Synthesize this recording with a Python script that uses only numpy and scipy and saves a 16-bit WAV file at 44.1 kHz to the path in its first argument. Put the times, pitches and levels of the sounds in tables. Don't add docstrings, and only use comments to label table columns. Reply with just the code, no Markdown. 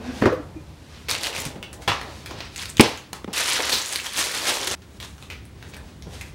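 import sys
import numpy as np
from scipy import signal
from scipy.fft import rfft, irfft, next_fast_len
from scipy.io import wavfile
from scipy.ndimage import map_coordinates

SR = 44100
rng = np.random.default_rng(int(sys.argv[2]) if len(sys.argv) > 2 else 0)


def unload_audio(sound):
    columns = np.transpose(np.atleast_2d(sound))
    steps = np.round(np.clip(columns, -1, 1) * 32767)
    wavfile.write(sys.argv[1], SR, steps.astype(np.int16))


def nominal_scale(level):
    x = np.asarray(level, float) / 20
    return 10 ** x


N = 279594


def unit(x):
    return x / np.sqrt(np.mean(x ** 2) + 1e-20)


def peak(x):
    return x / np.abs(x).max()


def along(points, hz):
    f, v = np.transpose(points)
    return np.interp(np.log(hz + 1), np.log(f + 1), v)


def curves(rows):
    s, *cols = np.transpose(rows)
    return [np.interp(np.arange(N) / SR, s, c) for c in cols]


def wobble(rate_hz):
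    knots = rng.standard_normal(int(N * rate_hz / SR) + 4)
    return map_coordinates(knots, [np.arange(N) * rate_hz / SR])


def filtered(x, response):
    m = next_fast_len(len(x) + SR // 4)
    return irfft(rfft(x, m) * response(np.fft.rfftfreq(m, 1 / SR)), m)[:len(x)]


def coloured(x, spectrum):
    return unit(filtered(x, lambda hz: nominal_scale(along(spectrum, hz))))


def resonances(modes):
    def response(f):
        total = 0
        for k, (centre, width, db) in enumerate(modes):
            damping = 1j * f * width
            total = total + (-1) ** k * nominal_scale(db) * damping / (centre * centre - f * f + damping)
        return total
    return response


def rough_ring(t, hz, t60, rough):
    phase = 2 * np.pi * hz * t + rough * np.cumsum(rng.standard_normal(len(t)))
    return nominal_scale(-60 * t / max(t60, .002)) * np.sin(phase)


def knocks(blows, modes, thump_hz):
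    out, t = np.zeros(N + SR), np.arange(SR // 4) / SR
    soft = resonances(modes)
    loose = resonances([(2000, 4500, 0)])
    for s, db, rattle_db, contact_s, thump_db in blows:
        force = nominal_scale(-60 * t / max(contact_s, .004)) * (1 - np.exp(-t / 0.00097))
        push = force * rng.standard_normal((2, len(t)))
        body = peak(filtered(push[0], lambda hz: soft(hz) / (1 + 1j * hz / 6000) ** 2))
        rattle = peak(filtered(push[1], lambda hz: loose(hz) ** 2))
        thump = nominal_scale(-60 * t / 0.041) * np.sin(2 * np.pi * thump_hz * t)
        blow = body + nominal_scale(rattle_db) * rattle + nominal_scale(thump_db) * thump
        out[round(s * SR):][:len(t)] += nominal_scale(db) * blow
    return out[:N]


def clicks(table, t60_s):
    out, t = np.zeros(N + SR), np.arange(SR // 4) / SR
    dull = resonances([(3300, 7000, 0)])
    for s, db, hz, fizz_db, ring_db in table:
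        burst = nominal_scale(-60 * t / .006) * rng.standard_normal(len(t))
        bright = resonances([(8900, 3000, fizz_db - 0.5)])
        crack = peak(filtered(burst, lambda f: dull(f) ** 3 + bright(f)))
        ring = nominal_scale(ring_db) * rough_ring(t, hz, t60_s, .3)
        out[round((s + .0007) * SR):][:len(t)] += nominal_scale(db) * (crack + ring)
    return out[:N]


# t/s, level/dB
RUNNER_GROAN = [(0.0, -34), (0.02, -37), (0.09, -30.5), (0.14, -36), (0.155, -44), (0.17, -35), (0.19, -50),
                (0.208, -47), (0.22, -15)]


def slide():
    scrape_modes = resonances([(247, 26, -8), (1610, 310, -28.5), (2590, 150, -29)])
    scrape = unit(filtered(rng.standard_normal(N), scrape_modes))
    groan_hz = 236 + 8.9 * wobble(25)
    tone = np.sin(2 * np.pi * np.cumsum(groan_hz) / SR)
    moving = np.arange(N) < .22 * SR
    return nominal_scale(curves(RUNNER_GROAN)[0]) * (0.57 * scrape + 1.03 * tone) * moving


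# t/s, peak/dB, rattle/dB, contact/s, thump/dB
DRAWER_BLOWS = [
    (0.221, -3.5, -30, 0.027, -12),
    (0.235, -10.5, -19, 0.048, -28),
    (0.255, -4.5, -17, 0.035, -7.5),
    (0.266, -7, -26, 0.054, -7),
]
# f/Hz, width/Hz, level/dB
CABINET_MODES = [(234, 84, 2), (312, 142, -1), (444, 56, -1.5), (572, 130, -12.5), (990, 540, -18),
                 (1610, 780, -19.5), (2800, 1300, -30.5)]


def drawer():
    return knocks(DRAWER_BLOWS, CABINET_MODES, 116) + slide()


# t/s, peak/dB, rattle/dB, contact/s, thump/dB
BOX_BLOWS = [
    (2.7955, 8.1, -36, 0.015, -19.5),
    (2.8025, 2, -40, 0.017, -36),
]
# f/Hz, width/Hz, level/dB
BOX_MODES = [(241, 69, 9.5), (513, 190, -1), (893, 47, 2.5), (1600, 190, -17), (2330, 700, -13.5)]
# t/s, peak/dB, ring f/Hz, fizz over peak/dB, ring/dB
LID_CLAPS = [
    (2.7958, -6, 2810, -26, -2.5),
    (2.8075, 4.5, 8320, -26, -11.5),
    (2.8095, -4, 2380, 1, -6),
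]


def box():
    return knocks(BOX_BLOWS, BOX_MODES, 61) + clicks(LID_CLAPS, t60_s=0.024)


# t/s, peak/dB, rattle/dB, contact/s, thump/dB
PACKET_BLOWS = [
    (1.8762, -9, -9.5, 0.12, -9),
    (1.895, -14.5, -31, 0.063, -7),
    (1.915, -14.5, -24, 0.048, -14),
]
# f/Hz, width/Hz, level/dB
PACKET_MODES = [(756, 660, 6), (1340, 1400, 6.5), (3000, 2240, 2.5)]


def packet():
    return knocks(PACKET_BLOWS, PACKET_MODES, 135)


# t/s, peak/dB, rattle/dB, contact/s, thump/dB
BENCH_BLOWS = [(1.385, -32, -14, 0.011, 4.5), (1.462, -25.5, -3, 0.04, 6), (1.555, -27.5, -14, 0.15, -5),
               (2.307, -30, -29, 0.075, -10), (3.244, -19.5, -16, 0.0088, -18),
               (3.276, -24, -38, 0.054, -22), (6.068, -31, -30, 0.091, 2)]
# f/Hz, width/Hz, level/dB
BENCH_MODES = [(220, 157, 4.5), (380, 580, -2.5), (1110, 1120, -11)]


def bench():
    return knocks(BENCH_BLOWS, BENCH_MODES, 150)


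SCENE_CHANGES = [1.0845, 3.252, 3.33, 4.751]


def swells(peak_s, db, rise_s, fall_s):
    t, joins = np.arange(0, N + 64, 32) / SR, np.array(SCENE_CHANGES)
    late = t - peak_s[:, None]
    rising = -late / np.maximum(rise_s, .001)[:, None]
    falling = late / np.maximum(fall_s, .005)[:, None]
    drop_db = 20 * np.where(late < 0, rising, falling)
    same_scene = np.searchsorted(joins, t) == np.searchsorted(joins, peak_s)[:, None]
    return nominal_scale(2 * (db[:, None] - drop_db)) * same_scene


# peak t/s, crackle/dB, rise/s, fall/s, fizz over crackle/dB
BAG_SQUEEZES = [(1.105, -23.5, 0.23, 0.11, -6.5), (1.261, -29, 0.13, 0.077, -1.5),
                (1.36, -32.5, 0.13, .05, -5.5), (1.385, -28, 0.027, 0.083, -2.5),
                (1.41, -39, .02, 0.065, 2), (1.455, -35.5, .01, 0.087, -0.5),
                (2.59, -35.5, 0.051, 0.21, -1.5), (2.625, -37, .04, 0.034, -6),
                (2.697, -39, 0.024, 0.038, 4.5), (2.776, -41, .03, 0.029, -2), (3.38, -27, 0.12, 0.72, -2),
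                (3.49, -30.5, 0.43, 0.7, 0), (3.59, -26, 0.43, 0.19, -16),
                (3.698, -22.5, 0.023, 0.033, -0.5), (3.728, -29, 0.036, 0.26, 1),
                (3.92, -31.5, 0.046, 0.25, 1.5), (4.06, -33.5, 0.051, 0.06, -3),
                (4.186, -21.5, 0.056, 0.21, -1.5), (4.36, -28.5, 0.23, 0.69, -3.5),
                (4.445, -32, .01, .06, 2), (4.472, -23.5, 0.034, 0.071, -4),
                (4.495, -24.5, 0.086, 0.16, -0.5), (4.56, -30, 0.17, 0.57, -4),
                (4.674, -25, .006, 0.034, 3.5), (4.715, -30, 0.045, 0.11, 0)]
# peak t/s, crackle/dB, rise/s, fall/s, fizz over crackle/dB
BRUSHES = [(.06, -45.5, 0.12, 0.27, -8), (.2, -40, 0.19, 0.11, -7.5), (.7, -60, 0.95, 1.1, -3.5),
           (.95, -50, 0.33, 0.96, -8.5), (1.823, -43.5, 0.017, .08, -1.5), (2.12, -46, 0.36, 0.61, -5),
           (2.312, -43, 0.045, 0.14, -16), (2.39, -41.5, .1, 0.036, -17), (2.546, -48, .15, .05, -10),
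           (2.755, -56, .05, 0.043, -6.5), (3.31, -50.5, 0.05, 0.11, -24), (4.973, -55.5, .15, .02, 0),
           (5.051, -42.5, 0.044, 0.023, 1), (5.07, -55, .02, 0.19, 4), (5.231, -50.5, 0.078, 0.11, -1),
           (5.637, -50.5, 0.12, 0.19, -10), (5.741, -45.5, 0.046, 0.058, -25), (5.7, -58, 0.042, 0.029, 10),
           (5.86, -54.5, 0.18, .3, -4.5), (6.145, -44, 0.093, 0.19, -2.5), (6.26, -55, .2, 0.18, 1)]
# t/s, crackle/dB,
# fall/s, fizz over crackle/dB
SUDDEN_STIRS = [(.221, -37, 0.075, -35), (.26, -33.5, 0.061, -28), (.3, -45.5, 0.18, -11),
                (1.627, -41, 0.032, -30), (1.64, -49, 0.1, -24), (1.729, -46.5, 0.055, 5),
                (1.879, -26.5, 0.16, -13), (2.261, -49, 0.087, 3), (2.404, -29.5, 0.023, -31),
                (2.42, -41.5, .2, -21), (2.809, -19.5, 0.062, -8.5), (2.829, -24.5, 0.15, -8.5),
                (3.13, -33.5, 0.0092, 7), (3.145, -46.5, 0.1, 2), (4.819, -51, 0.054, -7),
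                (5.001, -42.5, 0.13, -2.5), (5.302, -42, 0.13, -20), (6.212, -44.5, 0.027, 4)]
# peak t/s, level/dB, rise/s, fall/s
PART_SHIFTS = [(.06, -39, 0.15, 0.12), (.192, -39.5, 0.17, 0.018), (0.225, -14.5, 0.0071, 0.013),
               (0.267, -19.5, 0.02, 0.052), (.47, -49.5, .2, 0.62), (1.3, -35, 0.42, 0.3),
               (1.5, -46, 0.38, 0.73), (1.8, -43.5, 0.093, 0.074), (1.882, -28.5, 0.0062, 0.028),
               (2.08, -42.5, 0.053, 0.23), (2.31, -41.5, 0.031, 0.22), (2.816, -22, 0.0081, 0.12),
               (3.281, -35.5, 0.0044, 0.094), (3.594, -30, 0.02, 0.15), (3.75, -40, 0.37, 0.057),
               (4.49, -29.5, 0.11, 0.27), (4.72, -34, 0.28, .2), (5.637, -54, 0.071, 0.28),
               (5.8, -50, 0.25, 0.28), (6.067, -47, 0.016, 0.3)]


def effort():
    jolt_s = 0.00084
    jolts = [(s + jolt_s, db, jolt_s, fall, fizz_db) for s, db, fall, fizz_db in SUDDEN_STIRS]
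    power = np.zeros((3, (N + 95) // 32))
    for table, body_db in [(BAG_SQUEEZES, -12), (BRUSHES, -6), (jolts, -7.5)]:
        *shape, fizz_db = np.transpose(table)
        rows = swells(*shape)
        total = rows.sum(0)
        power += [total, nominal_scale(2 * fizz_db) @ rows, nominal_scale(2 * body_db) * total]
    power[2] += swells(*np.transpose(PART_SHIFTS)).sum(0)
    return [np.interp(np.arange(N) / 32, np.arange(len(p)), np.sqrt(p)) for p in power]


def creases(per_second, spread_db, life_s):
    chance = per_second / SR * nominal_scale(6.5 * wobble(30))
    sizes = nominal_scale(2 * spread_db * rng.exponential(1, N).clip(0, 2.2))
    hits = (rng.random(N) < chance) * sizes
    power = signal.fftconvolve(hits, np.exp(-np.arange(SR // 20) / SR / life_s))[:N]
    return unit(np.sqrt(np.abs(power)) * rng.standard_normal(N))


def snaps(count, centre_hz, turns):
    clusters = rng.random(count // 4) * N
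    draw = rng.random((count, 4))
    cluster = clusters[(draw[:, 0] * len(clusters)).astype(int)]
    start = (cluster + draw[:, 1] * .02 * SR).astype(int)
    hz = np.clip(centre_hz * 2 ** (3 * draw[:, 2:3] - 1.5), 800, 9500)
    size = nominal_scale(-4 * np.log(draw[:, 3:] + .07)) * np.sqrt(hz / centre_hz)
    step = np.arange(128)
    phase = hz * step / SR
    waves = size * (1 - np.exp(-4 * phase)) * np.exp(-phase / turns) * np.sin(2 * np.pi * phase)
    return unit(np.bincount((start[:, None] + step).ravel(), waves.ravel(), N + SR)[:N])


# start t/s, end t/s
FOIL_SPANS = [
    (1.08, 1.5),
    (2.55, 2.78),
    (3.33, 4.76),
]
# f/Hz, level/dB per Hz
CRACKLE_SPECTRUM = [(500, -20), (1000, 2), (2000, 3.5), (4000, 3.5), (6000, -2.5), (9000, -28),
                    (16000, -60)]
FIZZ_SPECTRUM = [(4000, -14), (6500, -2), (9000, -5), (12000, -11.5), (15500, -20), (17000, -5)]
BODY_SPECTRUM = [(120, -28), (250, 6), (500, 10.5), (1000, 4), (1800, -41)]


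def hands():
    crackle, fizz, body = effort()
    crackle = crackle * nominal_scale(1.0 * wobble(28))
    fizz = fizz * nominal_scale(1.2 * wobble(35))
    t = np.arange(N) / SR
    foil = sum((t > a) & (t < b) for a, b in FOIL_SPANS)
    snappy = .4 + .6 * foil
    shared = creases(120, 5.2, 0.0014)

    def stream():
        own = creases(300, 2.6, 0.00077)
        return snappy * (0.41 * shared + 0.53 * own) + 0.85 * rng.standard_normal(N)

    colours = crackle * coloured(stream(), CRACKLE_SPECTRUM)
    colours += fizz * coloured(stream(), FIZZ_SPECTRUM)
    colours += body * coloured(stream(), BODY_SPECTRUM)
    even = np.sqrt(1.5 / (snappy ** 2 + .5))
    pops = .65 * foil * crackle * snaps(count=3200, centre_hz=4500, turns=1.4)
    return nominal_scale(-3) * (even * colours + pops)


# t/s, peak/dB, ring f/Hz, fizz over peak/dB
CREASE_POPS = [(1.085, -23, 2800, -25), (1.1113, -7, 4220, -12), (1.1498, -12, 1970, -24),
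               (1.1837, -28, 3080, -10), (1.2104, -21, 3020, -6), (1.2333, -13, 2530, -29),
               (1.2682, -12.5, 2930, -9), (1.381, -25, 1740, -2), (1.4017, -22, 7100, 18),
               (1.4517, -18, 2920, -1), (2.5602, -20, 7560, -8), (2.6557, -19, 3900, -26),
               (2.7691, -16.5, 3000, -21), (2.7807, -17, 3120, -24), (3.3353, -17, 2530, -18),
               (3.3772, -14.5, 2440, -5), (3.4017, -18, 2720, -15), (3.5576, -13, 1650, -17),
               (3.958, -10, 4280, -2), (4.062, -17.5, 3300, -20), (4.1355, -21, 3450, -2),
               (4.6717, -16, 3640, -5), (4.7122, -12, 2940, -27)]


def crease_pops():
    ring_db = -9.5
    return clicks([(*pop, ring_db) for pop in CREASE_POPS], t60_s=0.022)


# t/s, peak/dB, f/Hz
SINGLE_FOLDS = [(1.0908, -14, 12500), (1.0966, -8, 4900), (1.1176, -17, 3720), (1.184, -21, 7700),
                (1.2106, -22, 5530), (1.2162, -21, 3300), (1.242, -9, 4380), (1.2467, -12, 2880),
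                (1.2541, -22, 3000), (1.2627, -18, 2900), (1.3301, -18, 2700), (1.3563, -18, 4700),
                (1.3647, -13.5, 2510), (1.3737, -22, 2900), (1.4016, -15, 7100), (1.4061, -16, 14000),
                (1.4204, -20, 9500), (1.4598, -19, 9100), (1.4692, -27, 2100), (2.5663, -20, 6600),
                (2.5798, -16, 7100), (2.587, -22, 4300), (2.5958, -17, 3580), (2.6192, -16, 4700),
                (2.6345, -21, 2500), (2.6943, -23, 8200), (2.7003, -15, 8250), (2.7773, -24, 2900),
                (3.3312, -23, 5500), (3.3408, -21, 2700), (3.383, -17, 4000), (3.3886, -15, 5400),
                (3.3975, -18, 4100), (3.4204, -15, 5300), (3.4299, -13, 3600), (3.4434, -13, 5400),
                (3.4755, -14, 8400), (3.5026, -17, 4300), (3.515, -17, 4000), (3.5338, -7, 7850),
                (3.5489, -14.5, 4800), (3.5797, -18, 2680), (3.5897, -14, 1600), (3.6045, -13, 2160),
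                (3.624, -14, 6300), (3.6312, -10.5, 5300), (3.6363, -15.5, 4300), (3.7014, -14, 3900),
                (3.7238, -12, 4000), (3.729, -9, 4200), (3.7556, -7, 4800), (3.817, -12, 6000),
                (3.8242, -13, 7200), (3.8604, -12, 7400), (3.8839, -15.5, 10000), (3.8919, -15, 7100),
                (3.9061, -20, 9100), (3.9276, -10, 8900), (3.9324, -17, 8800), (3.9546, -17, 3400),
                (3.9631, -12, 9100), (3.992, -19, 2400), (4.0002, -14, 2700), (4.0673, -14, 3230),
                (4.1329, -19, 9500), (4.1641, -14, 3600), (4.1761, -12, 5300), (4.1824, -17, 2700),
                (4.1989, -11, 5400), (4.227, -9, 4000), (4.2476, -16, 4600), (4.3734, -17, 3500),
                (4.3836, -13.5, 4500), (4.4198, -15, 4720), (4.4424, -15, 4300), (4.4718, -13, 4900),
                (4.4763, -17, 4300), (4.4843, -9, 9700), (4.4952, -10, 5500), (4.5114, -15, 3000),
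                (4.5543, -14, 4000), (4.5964, -19, 3480), (4.6028, -17, 5900), (4.6147, -12.5, 5800),
                (4.6315, -14, 3400), (4.6768, -11, 3400), (4.7024, -11, 6660), (4.7184, -12.5, 7900)]


def folds():
    level_db, decay_cycles, grit = -2, 2.2, .15
    s, db, hz = np.transpose(SINGLE_FOLDS)[:, :, None]
    step = np.arange(128)
    phase = hz * step / SR
    envelope = (1 - np.exp(-3 * phase)) * np.exp((.7 - phase) / decay_cycles)
    waves = envelope * (np.sin(2 * np.pi * phase) + grit * rng.standard_normal(phase.shape))
    start = np.round(s * SR - SR / hz).astype(int)
    return np.bincount((start + step).ravel(), (nominal_scale(db + level_db) * waves).ravel(), N)


# t/s, peak/dB, ring f/Hz, fizz over peak/dB, ring/dB
PART_CLICKS = [(1.6272, -27, 2950, -25, 4.5), (1.729, -25, 1820, 4.5, -14), (2.032, -41, 9000, 6, -9),
               (1.8203, -36, 1830, -13, 1), (2.0128, -31.5, 1465, -56, 11.5),
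               (2.2598, -20.5, 2170, -7.5, -9), (2.3101, -29, 990, -30, 2), (2.387, -43, 7840, 0, 0),
               (2.451, -41, 7900, 0, -4), (2.4044, -30.5, 2620, -27, 4), (2.892, -23, 3000, -7, -12),
               (2.9746, -23.5, 2350, -27, -13), (3.1303, -25, 1100, -11, 1.5), (3.243, -40, 1740, -17, -4),
               (4.8194, -45, 1940, -20, 0), (5.0005, -27, 3150, -29, 1), (5.027, -22, 1410, -13, -10),
               (5.1805, -37.5, 1500, -25, -2), (5.2245, -35, 2590, -23, 2.5), (5.3004, -33, 2750, -28, 9.5),
               (5.4525, -33.5, 3240, -0.5, -16), (5.6261, -34.5, 1510, -26, 3), (5.7364, -36, 2410, -32, 3),
               (5.7433, -27, 4770, -16, -12), (5.7664, -32, 1450, 10, 0), (6.0227, -35, 5260, -2, -1),
               (6.2103, -26, 2480, -6, -1)]


def part_clicks():
    return clicks(PART_CLICKS, t60_s=0.014)


# t/s, f/Hz, level/dB, t60/s, roughness/rad
OBJECT_RINGS = [(0.397, 306, -19, 0.068, 0.011), (.561, 310, -22.5, 0.097, 0.0081),
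                (.562, 2430, -50, 0.32, 0.0026), (1.629, 2200, -36, 0.14, 0.04),
                (3.717, 4200, -15, 0.39, 0.457), (2.797, 895, -21, 0.23, 0.13),
                (0.32, 500, -12.5, 0.15, 0.036), (3.131, 1300, -36, 0.14, 0.15),
                (5.302, 2514, -35, 0.28, 0.357), (6.7, 2250, -36, 0.17, 0.22)]


def rings():
    out, t = np.zeros(N + SR), np.arange(SR // 4) / SR
    for s, hz, db, t60, rough in OBJECT_RINGS:
        onset = 1 - np.exp(-t / 0.0047)
        out[round(s * SR):][:len(t)] += nominal_scale(db) * onset * rough_ring(t, hz, t60, rough)
    return out[:N]


# t/s, level/dB
HUM_LEVEL = [(0.0, -42), (0.41, -38.5), (0.83, -44), (2.25, -40), (2.9, -43.5), (3.34, -47.5),
             (3.83, -51.5), (4.47, -46.5), (5.42, -42.5), (6.34, -41.5)]
# f/Hz, level/dB per Hz
HUM_SPECTRUM = [(12, -38), (20, -25), (48, -6), (76, 7), (400, -13), (520, -47), (880, -120)]
HISS_SPECTRUM = [(120, -35), (200, -7), (240, -3.5), (597, -11.5), (654, -11), (3370, -20), (9540, -28.5),
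                 (14800, -36), (15600, -39)]


def air():
    sway_db = 1.2 * wobble(7)
    drone = unit(filtered(rng.standard_normal(N), resonances([(68.7, 20, 0)])))
    rumble = coloured(rng.standard_normal(N), HUM_SPECTRUM)
    hum = nominal_scale(curves(HUM_LEVEL)[0] - 2.0 + sway_db) * (rumble + 0.79 * drone)
    whine = nominal_scale(-72 + 3 * wobble(15)) * np.sin(2 * np.pi * 15734.5 * np.arange(N) / SR)
    whine *= np.arange(N) > SCENE_CHANGES[0] * SR
    hiss = nominal_scale(-54.0) * coloured(rng.standard_normal(N), HISS_SPECTRUM)
    return hum + hiss + whine


# f/Hz, t60/s
ROOM_T60 = [(150, 0.22), (1000, 0.46), (4000, 0.3), (12000, 0.15)]


def room(x, wet_db):
    out = x.copy()
    ends = np.round(np.array(SCENE_CHANGES + [N / SR]) * SR).astype(int)
    starts = np.union1d(np.arange(0, N, SR // 3), ends)
    for a, b in zip(starts[:-1], starts[1:]):
        hz, t, z = signal.stft(rng.standard_normal(SR // 2), SR, nperseg=256)
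        decay = nominal_scale(-60 * t / along(ROOM_T60, hz)[:, None])
        tail = signal.istft(z * decay, SR, nperseg=256)[1]
        scene_end = ends[ends > a][0]
        delayed = np.pad(x[a:b], (130, 0))
        wet = signal.fftconvolve(delayed, tail / np.linalg.norm(tail))[:scene_end - a]
        out[a:a + len(wet)] += nominal_scale(wet_db) * wet
    return out


def scene():
    mix = room(drawer() + bench() + packet(), -5.5)
    mix += room(box(), -15.0)
    mix += room(hands() + rings(), -14.0)
    mix += room(crease_pops() + folds(), -5)
    mix += room(part_clicks(), -1.2)
    return (mix + air())[None]


def top_cut(x):
    return signal.sosfilt(signal.butter(12, 16460, fs=SR, output="sos"), x)


def record(dry):
    bass_cut = filtered(dry[0], lambda hz: 1j * hz / (35 + 1j * hz))
    clipped = np.clip(bass_cut, -1, 1)
    limited = filtered(clipped, lambda hz: np.where(hz < 15790, 1, .012))
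    return top_cut(limited[None])


dry = scene()
out = record(dry)
unload_audio(out)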